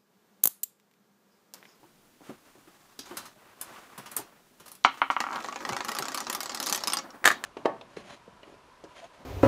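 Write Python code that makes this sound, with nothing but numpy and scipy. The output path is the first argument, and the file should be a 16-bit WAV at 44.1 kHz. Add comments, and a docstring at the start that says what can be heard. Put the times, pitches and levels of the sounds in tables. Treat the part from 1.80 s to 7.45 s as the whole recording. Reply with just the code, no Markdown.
"""A long row of plastic dominoes topples along a wooden workbench, toward the microphone.
First, things are handled at the far end amid soft rustling noise; a hard piece drops and bounces to rest.
Each tile is a coloured clack and a ring on its neighbour, and its kick sounds the modes of the bench.
The last tiles trip a contraption, whose damped modes and rough noise crash close by.
The small, cluttered workshop adds early echoes and a decaying tail of noise; its air is steady noise."""
import sys
import numpy as np
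from scipy import signal
from scipy.fft import rfft, irfft, next_fast_len
from scipy.io import wavfile
from scipy.ndimage import map_coordinates

SR = 44100
rng = np.random.default_rng(int(sys.argv[2]) if len(sys.argv) > 2 else 0)


def transcribe(u):
    """Save the signal u as a 16-bit wav file named by the first command-line argument.

    u: samples, shape (n,) or (channels, n), limited to [-1, 1]; the rate is SR.
    q: integer samples, one column per channel.
    """
    v = np.clip(np.atleast_2d(u).T, -1, 1)
    q = np.round(v * 32767).astype(np.int16)
    wavfile.write(sys.argv[1], SR, q)


N = 249165
T = np.arange(12288) / SR  # time base of one blow, s

# The dropped piece bounces ever faster. Each row: time in seconds, level in dB.
PIECE_BOUNCES = [(3.048, 1.5), (3.217, -4.5), (3.301, -7.5), (3.365, -10.5), (3.404, -18.5), (3.439, -16),
                 (3.466, -18.5), (3.487, -21.5), (3.506, -22)]
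# Tile strikes tile. Each row: time in seconds, level in dB, ring in Hz, sharp edge in dB over the level.
TILE_STRIKES = [(3.4039, -17.5, 4400, -23.5), (3.5293, -31, 4020, -37), (3.5584, -26, 4240, -39),
                (3.6043, -36, 4100, -22), (3.6447, -30, 4080, -27), (3.6858, -30, 6400, -36),
                (3.7258, -34, 6540, -42), (3.7593, -27.5, 6500, -37), (3.8053, -35, 4200, -23),
                (3.8507, -24, 4100, -28), (3.891, -21, 6050, -20), (3.9236, -28.5, 4080, -18),
                (3.9312, -24, 4130, -32), (3.9655, -21, 5300, -20), (4.0061, -22.5, 4400, -34),
                (4.048, -25, 4260, -11.5), (4.084, -22, 5000, -16), (4.0913, -23.5, 5220, -11),
                (4.117, -21.5, 5020, -15), (4.15, -23, 5230, -12), (4.167, -23.5, 5250, -23),
                (4.1869, -17.5, 4530, -8.5), (4.2238, -20.5, 5330, -17), (4.2542, -22.5, 7690, -21),
                (4.2835, -21.5, 7200, -18), (4.3186, -25.5, 5030, -17), (4.3459, -18.5, 5300, -9),
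                (4.375, -19.5, 4700, -13.5), (4.3823, -23, 6100, -19), (4.4041, -19, 7020, -14.5),
                (4.4682, -22, 4050, -30), (4.4987, -16, 6940, -13.5), (4.5284, -22, 6600, -6),
                (4.5492, -18, 5530, -8), (4.6053, -19, 4870, -9.5), (4.6317, -23, 6700, -10),
                (4.6584, -22, 7860, -17), (4.6949, -19.5, 7020, -28), (4.7192, -27, 4320, -20),
                (4.7472, -18.5, 5170, -12), (4.7584, -41, 4160, -8), (4.7735, -22.5, 4700, -20),
                (4.801, -16.5, 5220, -13), (4.8273, -17.5, 5760, -13), (4.838, -21.5, 5740, -20),
                (4.861, -20.5, 4830, -9.5), (4.8681, -14, 5230, -15), (4.8774, -21.5, 8880, -22),
                (4.8876, -20, 5030, -17), (4.8973, -15.5, 6840, -11), (4.9256, -10.5, 6150, -12.5),
                (4.9304, -18, 4900, -19), (4.9475, -13, 6100, -14), (4.9585, -21, 5440, -7),
                (4.9765, -19, 5700, -18), (5.006, -28, 4360, -19), (5.0368, -14.5, 5400, -19.5),
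                (5.0732, -11.5, 5120, -14), (5.0804, -13.5, 5110, -18), (5.1005, -18.5, 5300, -18),
                (5.122, -17.5, 5440, -19), (5.1341, -8.5, 8750, -17), (5.1703, -12.5, 5000, -20.5),
                (5.1871, -17.5, 5570, -34), (5.3051, -35, 5600, -34)]
# The bench top's modes. Each row: frequency in Hz, strength in dB, t60 in seconds before any further damping.
BENCH_MODES = [(266, -25, 0.14), (388, -24, 0.19), (545, -16, 0.11), (660, -21, 0.033), (833, -2, 0.053),
               (988, -3, 0.039), (1156, -3, 0.069), (1303, -5.5, 0.051), (1570, -4, 0.0035),
               (1687, -7.5, 0.031), (1892, -7, 0.042), (2180, -19, 0.11)]
# Colour of hard plastic contact. Each row: frequency in Hz, level in dB.
CLACK_COLOUR = [(300, -58), (1500, -9.5), (3000, 3.5), (3900, 6), (5200, 6.5), (7000, 5.5), (9000, -6.5),
                (12000, -27)]
# Colour of the sharp top of a contact. 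Each row: frequency in Hz, level in dB.
EDGE_COLOUR = [(5000, -22), (8000, 0.5), (10500, 4), (13000, 1.5), (15500, -5.5)]
# Colour of a knock on wood. Each row: frequency in Hz, level in dB.
WOOD_COLOUR = [(100, -32), (230, -3.5), (450, -7.5), (800, -2), (1200, 4), (2000, -7), (3000, -8),
               (5000, -23.5)]
# Steady colour of the rumbling bench. Each row: frequency in Hz, density in dB per Hz.
RUMBLE_COLOUR = [(60, -8.5), (130, -12.5), (230, 4.5), (380, 2.5), (460, -5), (550, 0.5), (800, 0.5),
                 (1150, -1), (1600, -4), (3000, -20), (6000, -28.5)]


def amp(db):
    """Decibels to gain."""
    return 10 ** (np.asarray(db) / 20)


def norm(x):
    """Scale to energy 1."""
    return x / np.sqrt(np.sum(x ** 2) + 1e-20)


def along(points, hz):
    """Read (Hz, value) points on a logarithmic frequency axis."""
    point_hz, value = np.transpose(points)
    return np.interp(np.log(hz + 1), np.log(point_hz), value)


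def fade(t60):
    """A fall of 60 dB in t60 seconds."""
    return np.exp(-np.log(1000) * T / np.maximum(t60, 1e-4))


def swell(start, length, attack, release_t60):
    """Gain over the whole scene: attack, hold until length seconds after the start, release."""
    t = np.arange(N) / SR - start
    release = np.exp(-np.log(1000) * np.maximum(t - length, 0) / release_t60)
    return np.clip(t / attack, 0, 1) * release


def wobble(rate):
    """A smooth random curve, rate knots a second."""
    knots = rng.standard_normal(int(N * rate / SR) + 4)
    return map_coordinates(knots, [np.arange(N) * rate / SR])


def add(track, s, x):
    """Mix x into the track at time s."""
    part = track[max(round(s * SR), 0):][:len(x)]
    part += x[:len(part)]


def causal(spectrum):
    """Minimum-phase frequency response of a colour, so that its energy comes at the onset."""
    cepstrum = irfft(np.log(amp(along(spectrum, np.fft.rfftfreq(len(T), 1 / SR)))))
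    cepstrum[1:len(T) // 2] *= 2
    cepstrum[len(T) // 2 + 1:] = 0
    return np.exp(rfft(cepstrum))


def noise(spectrum):
    """Steady coloured noise of rms 1."""
    m = next_fast_len(N)
    colour = amp(along(spectrum, np.fft.rfftfreq(m, 1 / SR)))
    x = irfft(rfft(rng.standard_normal(m)) * colour, m)[:N]
    return norm(x) * np.sqrt(N)


def burst(colour, t60, rise=0):
    """A short, rough contact in the given colour, of energy 1, setting in over rise seconds."""
    onset = 1 - np.exp(-T / max(rise, 1 / SR))
    rough = rng.standard_normal(len(T)) * onset * fade(t60)
    return norm(irfft(rfft(rough) * colour))


def ring(modes, scatter_db, detune, pitch=1):
    """Damped modes of energy 1; their strengths and tuning vary with the spot that is struck."""
    hz, db, t60 = np.transpose(modes)
    size, shift = rng.standard_normal((2, len(hz)))
    turns = (pitch * hz * (1 + detune * shift))[:, None] * T
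    build_up = 1 - np.exp(-2 * turns)  # a mode takes about half a cycle to build up
    partials = np.sin(2 * np.pi * turns) * build_up * fade(t60[:, None])
    return norm(amp(db + scatter_db * size) @ partials)


def soften(x, hz, order=2):
    """A contact that lasts a while excites little above hz."""
    low_pass = signal.butter(order, np.clip(hz, 500, .45 * SR), fs=SR, output="sos")
    return signal.sosfilt(low_pass, x)


def room(x, near_db, tail_db, gap=.005, near_t60=0.053):
    """A sound and, gap seconds later, its echoes: sparse ones off nearby shelves and the workshop's tail."""
    # How fast the workshop's tail dies. Each row: frequency in Hz, t60 in seconds.
    wall_decay = [(150, 0.34), (600, 0.14), (1400, 0.16), (4000, 0.26), (9000, 0.13), (15000, 0.11)]
    hz, t, z = signal.stft(rng.standard_normal(len(T)), SR, nperseg=256)
    decay = np.exp(-np.log(1000) * t / along(wall_decay, hz)[:, None])
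    tail = signal.istft(z * decay, SR, nperseg=256)[1][:len(T)]
    shelves = rng.standard_normal(len(T)) ** 3 * fade(near_t60)  # cubing leaves a few strong echoes
    reflections = amp(near_db) * norm(shelves) + amp(tail_db) * norm(tail)
    echoes = np.pad(reflections, (round(abs(gap) * SR), 0))
    echoes[0] += 1  # the direct sound
    return signal.fftconvolve(x, echoes)[:len(x)]


def background():
    """Quiet workshop air, with swells of soft rustling: coloured noise whose level flickers."""
    # Swells of soft rustling noise. Each row: start in seconds, length in seconds, low rustle in dB, hiss in dB.
    rustles = [(0.395, .11, -52.5, -57.5), (0.603, 0.57, -63, -64), (1.22, 0.25, -51.5, -56),
               (1.544, 0.37, -57, -71), (1.76, 0.23, -50.5, -56), (1.983, 0.42, -52, -60),
               (2.406, 0.17, -58, -82), (2.797, 0.076, -61, -65), (3.06, 0.57, -58, -61)]
    # Steady colour of the low rustle. 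Each row: frequency in Hz, density in dB per Hz.
    low_colour = [(60, -9), (130, -10), (330, -3.5), (500, -5), (1150, -1.5), (1500, -4.5), (3000, -14),
                  (6000, -27)]
    # Steady colour of the hiss. Each row: frequency in Hz, density in dB per Hz.
    hiss_colour = [(1000, -10), (3000, 0), (7000, -0.5), (15000, -10)]
    # Steady colour of the workshop air. Each row: frequency in Hz, density in dB per Hz.
    air_colour = [(25, 12), (60, -15), (125, -3.5), (200, 0.5), (380, -2.5), (520, -7.5), (900, -10.5),
                  (2000, -14.5), (7000, -21), (15500, -20.5)]
    low, hiss = amp(-69.5), amp(-67)  # a faint rustle lies under the swells
    flicker = wobble(70)
    for s, length, low_db, hiss_db in rustles:
        rise_and_fall = swell(s, length, attack=0.056, release_t60=0.36)
        low = np.hypot(low, amp(low_db) * rise_and_fall)
        hiss = np.hypot(hiss, amp(hiss_db) * rise_and_fall)
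    low_rustle = low * amp(2.3 * flicker - 2.5) * noise(low_colour)
    hissing = hiss * amp(flicker - 4.5) * noise(hiss_colour)
    return amp(-60.5) * noise(air_colour) + low_rustle + hissing


def far_end(contact_t60_s=0.058, halving_db=10):
    """Bumps and clicks of handling, distant and so rich in echo; long contacts set in softly."""
    # Dull bumps on bench and floor. Each row: time in seconds, level in dB, boom in Hz.
    bumps = [(0.030, -42.5, 341), (0.407, -41.5, 310), (0.492, -27.5, 225), (0.502, -35.5, 495),
             (0.753, -42.5, 306), (0.776, -47, 253), (0.872, -45, 325), (1.189, -37.5, 303),
             (1.309, -31, 310), (1.33, -35.5, 232), (1.562, -46, 600), (1.904, -40.5, 236),
             (2.184, -35, 215), (2.392, -28, 380), (2.803, -41.5, 382), (3.896, -29, 205),
             (3.912, -33, 130), (3.929, -38, 300), (4.196, -27.5, 360)]
    # Things handled, from snaps to scuffs. 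Each row: time in seconds, then click, body and edge in dB.
    handling = [(0.032, -70, -57.5, -75), (0.493, -64, -45.5, -70), (0.873, -64, -52, -64),
                (1.19, -26, -48, -37), (1.255, -37.5, -46.5, -53), (1.286, -43, -54, -57),
                (1.31, -59, -38, -56), (1.369, -25, -32.5, -27), (1.453, -37, -43, -43),
                (1.8122, -33, -41, -25), (1.96, -49, -40.5, -64), (2.177, -36.5, -36.5, -35.5),
                (2.258, -36, -38.5, -45), (2.314, -39, -41, -34.5), (2.3651, -31, -35, -17),
                (2.369, -30.5, -35.5, -36), (2.798, -41, -49, -46), (2.858, -41, -46.5, -43),
                (2.879, -39.5, -49.5, -40.5), (2.916, -41, -51, -36), (2.951, -44, -58, -43),
                (3.14, -45, -39.5, -73), (3.172, -42, -39, -63), (3.305, -30.5, -42, -50)]
    # Colour of a dull bump. Each row: frequency in Hz, level in dB.
    thud_colour = [(40, -48), (80, -15), (125, 4), (170, 1.5), (240, -6), (370, 7.5), (470, -4.5),
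                   (800, 1.5), (2000, -34), (6000, -40)]
    # Colour of a distant click. Each row: frequency in Hz, level in dB.
    far_colour = [(500, -3), (2000, -8.5), (4200, -2.5), (6500, -2.5), (10000, -17.5), (15000, -74)]
    out = np.zeros(N)
    thud, far, wood, edge = map(causal, (thud_colour, far_colour, WOOD_COLOUR, EDGE_COLOUR))
    for s, db, boom_hz in bumps:
        boom = amp(db + 11.5) * ring([(boom_hz, 0, .05)], 0, detune=0.021)
        bump = boom + amp(db + 12.5) * burst(thud, t60=0.038, rise=0.00094)
        add(out, s, room(bump, near_db=0.0, tail_db=-9))
    for s, db, body_db, edge_db in handling:
        # a contact is half as long for every halving_db of edge over body
        t60 = contact_t60_s * .5 ** (max(edge_db - body_db, 0) / halving_db)
        click = amp(db + 13.5) * burst(far, t60, rise=0.19 * t60)
        click += amp(edge_db + 17) * burst(edge, t60, rise=0.077 * t60)
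        body = amp(body_db + 21.0) * burst(wood, t60=0.12, rise=0.00076)
        add(out, s, room(click + body, near_db=-16.5, tail_db=-5))
    return out


def chatter(count=7, flight_s=.015, shrink=.92, first_db=-22.5, loss_db=.2):
    """The last, tiny bounces, each flight shorter than the one before, as rows of PIECE_BOUNCES."""
    k = np.arange(count)
    times = PIECE_BOUNCES[-1][0] + np.cumsum(flight_s * shrink ** k)
    return list(zip(times, first_db - loss_db * k))


def bounces(wall_delay=0.0053, contact_hz=3700, duller_db=30, graze_db=-11):
    """A hard piece grazes the bench, then rings and knocks one spot again and again, duller as it weakens."""
    # The piece's own modes. Each row: frequency in Hz, strength in dB, t60 in seconds.
    piece_modes = [(1500, -2, .005), (2220, 0, .007), (3050, -1, .007), (3400, -8, .005)]
    # Colour of its knock on the bench. Each row: frequency in Hz, level in dB.
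    knock_colour = [(100, -43), (170, -36.5), (275, -5), (330, -26), (600, -11.5), (800, 1), (1200, 3.5),
                    (1400, 4), (1750, -13.5), (2300, -7), (3200, -18), (4500, -27.5), (10000, -43)]
    ring_db, ring_grows = 3, 1.21  # ring before softening at a 0 dB blow; dB of ring per dB of blow
    out = np.zeros(N)
    bench = norm(ring(BENCH_MODES, 0, 0) * fade(t60=0.22))
    knock = norm(irfft(causal(knock_colour))) + amp(-13) * bench
    piece = ring(piece_modes, 0, 0)
    graze = soften(amp(graze_db) * burst(causal(CLACK_COLOUR), t60=0.033), hz=6400, order=3)
    add(out, PIECE_BOUNCES[0][0] - .007, room(graze, near_db=7.5, tail_db=-2))
    for s, db in list(PIECE_BOUNCES) + chatter():
        blow = amp(ring_db + ring_grows * db) * piece
        add(blow, .001, amp(db + 12.5) * knock)  # low bending waves travel more slowly along the bench
        add(blow, 0.00087 + wall_delay, amp(db - 1.5) * knock)  # the wall behind the bench throws them back
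        blunt = soften(blow, contact_hz * 2 ** (db / duller_db), order=3)  # an octave per duller_db
        add(out, s, room(blunt, near_db=-6.5, tail_db=-8, gap=0.00307, near_t60=0.022))
    return out


def nearness_db(s):
    """Gain of the airborne sound of the toppling front, against a distance of one metre."""
    # The front runs toward the microphone and curves past it. Each row: time in seconds, distance in metres.
    front = [(3.4, 1.64), (3.9, 1.36), (4.2, 0.62), (4.6, 0.36), (4.9, .22), (5.2, 0.25)]
    distance_m = np.interp(s, *np.transpose(front))
    return -20 * np.log10(np.maximum(distance_m, 1e-2))


def sliding(rumble_db=-46, scrape_db=-53, scrape_nears=0.05):
    """Behind the front, the leaning tiles scrape in tiny slips and set the bench rumbling."""
    run_start_s, run_end_s = 3.33, 5.05  # the row is in motion
    length = run_end_s - run_start_s
    slips = norm(amp(6 * wobble(450))) * np.sqrt(N)
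    rumble = swell(run_start_s, length, attack=.2, release_t60=3.3) * amp(rumble_db + 2.86 * wobble(50))
    near_db = scrape_nears * nearness_db(np.arange(N) / SR)  # the scrape gains only a little by nearness
    scrape = swell(run_start_s, length, attack=.3, release_t60=.15) * amp(scrape_db + near_db)
    return rumble * noise(RUMBLE_COLOUR) + scrape * slips * noise(CLACK_COLOUR)


def rebounds(scatter_db=0.0, detune=0.094, delay_s=.009, delay_spread=.5, loss_db=18):
    """After each strike the tile touches again, lightly, as rows of TILE_STRIKES."""
    chance = rng.standard_normal((len(TILE_STRIKES), 3))
    touches = []
    for (s, db, hz, edge_db), (late, size, shift) in zip(TILE_STRIKES, chance):
        again_s = s + delay_s * np.exp(delay_spread * late)
        again_db = db - loss_db + scatter_db * size
        touches.append((again_s, again_db, hz * np.exp(detune * shift), edge_db))
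    return touches


def dominoes(typical_db=-26, knock_grows=0.77):
    """Each tile clacks and rings on its neighbour; its foot kicks the bench, which sounds alike near and far."""
    # A tile's modes. Each row: multiple of its ring, strength in dB, t60 in seconds before further damping.
    tile_modes = [(.77, -8.5, 0.031), (1, 9, 0.07), (1.1, -3.5, .012), (1.66, -26, 0.0074)]
    contact_hz, sharp_edge_db, octave_db = 15100, -14, 24  # top falls an octave per octave_db less edge
    last_tiles_s, free_ring_db = 5.02, 6.5  # the last tiles have little leaning on them and ring more freely
    out = np.zeros(N)
    clack, edge, wood = map(causal, (CLACK_COLOUR, EDGE_COLOUR, WOOD_COLOUR))
    for s, db, ring_hz, edge_db in list(TILE_STRIKES) + rebounds():
        knock_db = knock_grows * (db - nearness_db(s) - typical_db)  # the bench ignores airborne distance
        free_db = free_ring_db * (s > last_tiles_s)  # ring gained over clack
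        top_hz = contact_hz * 2 ** ((edge_db - sharp_edge_db) / octave_db)

        snap = amp(db + 7.5 - free_db / 2) * burst(clack, t60=0.0094)
        snap += amp(db + edge_db + 17) * burst(edge, t60=0.0081)
        tile = ring(tile_modes, scatter_db=0, detune=0.0094, pitch=ring_hz)
        note = amp(db + 5.0 + free_db / 2) * norm(tile * fade(t60=0.074))  # the leaning neighbour damps it
        bench = amp(knock_db - 11) * ring(BENCH_MODES, scatter_db=6, detune=0.018)
        bench += amp(knock_db - 11.5) * burst(wood, t60=0.028)

        add(out, s, room(soften(snap, top_hz), near_db=-4.0, tail_db=-7.5, gap=0.0016, near_t60=0.029))
        add(out, s, soften(note, top_hz))  # the ring is heard without echo
        add(out, s, room(soften(bench, top_hz), near_db=-12.0, tail_db=-8.5))
    return out


def crash(count=2, rattle_s=0.0098, rattle_loss_db=8.5):
    """The tripped contraption lands close by, its loose parts knock again, and the bench rumbles on."""
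    # The blows of the fall. Each row: time in seconds, level in dB, crack in dB.
    falls = [(5.4425, -11, -32), (5.453, -11, -22.5), (5.4561, 0.5, -15), (5.4757, -1, -17),
             (5.504, -8, -39), (5.514, -15.5, -30.5), (5.639, -18, -29)]
    # The contraption's modes. Each row: frequency in Hz, strength in dB, t60 in seconds before further damping.
    frame_modes = [(232, -54, 0.26), (430, -53, 0.036), (564, -36, 0.052), (710, -15.5, 0.028),
                   (880, -8.5, 0.028), (1066, -27, 0.031), (1217, -5, 0.04), (1380, -0.5, 0.02),
                   (1660, 2, 0.02), (1765, -2, 0.11), (1920, -29, 0.0058)]
    # Colour of its crack. Each row: frequency in Hz, level in dB.
    smash_colour = [(100, -27), (500, 5), (1700, -13), (2400, 0), (3200, 4), (5500, 1), (7100, 3.5),
                    (8000, -2), (11000, -5), (15000, -12)]
    out, smash, wood = np.zeros(N), causal(smash_colour), causal(WOOD_COLOUR)
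    for s, db, crack_db in falls:
        for k in range(count):
            frame = ring(frame_modes, scatter_db=1.5, detune=.015)  # each blow at a slightly different spot
            blow = amp(db + 11.5) * norm(frame * fade(t60=0.028))
            blow += amp(db + 1.5) * burst(wood, t60=0.041, rise=0.0013)
            blow += amp(crack_db + 20.5) * burst(smash, t60=0.015, rise=0.00026)
            heard = room(blow, near_db=-11, tail_db=-10.5, gap=0.0035, near_t60=0.033)
            add(out, s + k * rattle_s, amp(-k * rattle_loss_db) * heard)
    rumble = swell(falls[0][0], length=0.07, attack=0.029, release_t60=0.74) * noise(RUMBLE_COLOUR)
    return out + amp(-44) * rumble


def scene():
    """Everything at one microphone."""
    return (background() + far_end() + bounces() + sliding() + dominoes() + crash())[None]


def record(dry, low_cut_hz=55, top_hz=15600):
    """The small microphone loses the deep bass; the recorder clips at full scale and has a band limit."""
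    m = next_fast_len(N + SR // 2)
    hz = np.fft.rfftfreq(m, 1 / SR)
    keep = hz ** 2 / (hz ** 2 + low_cut_hz ** 2) * (hz < top_hz)
    return irfft(rfft(np.clip(dry, -1, 1), m) * keep, m)[..., :N]


dry = scene()
out = record(dry)
transcribe(out)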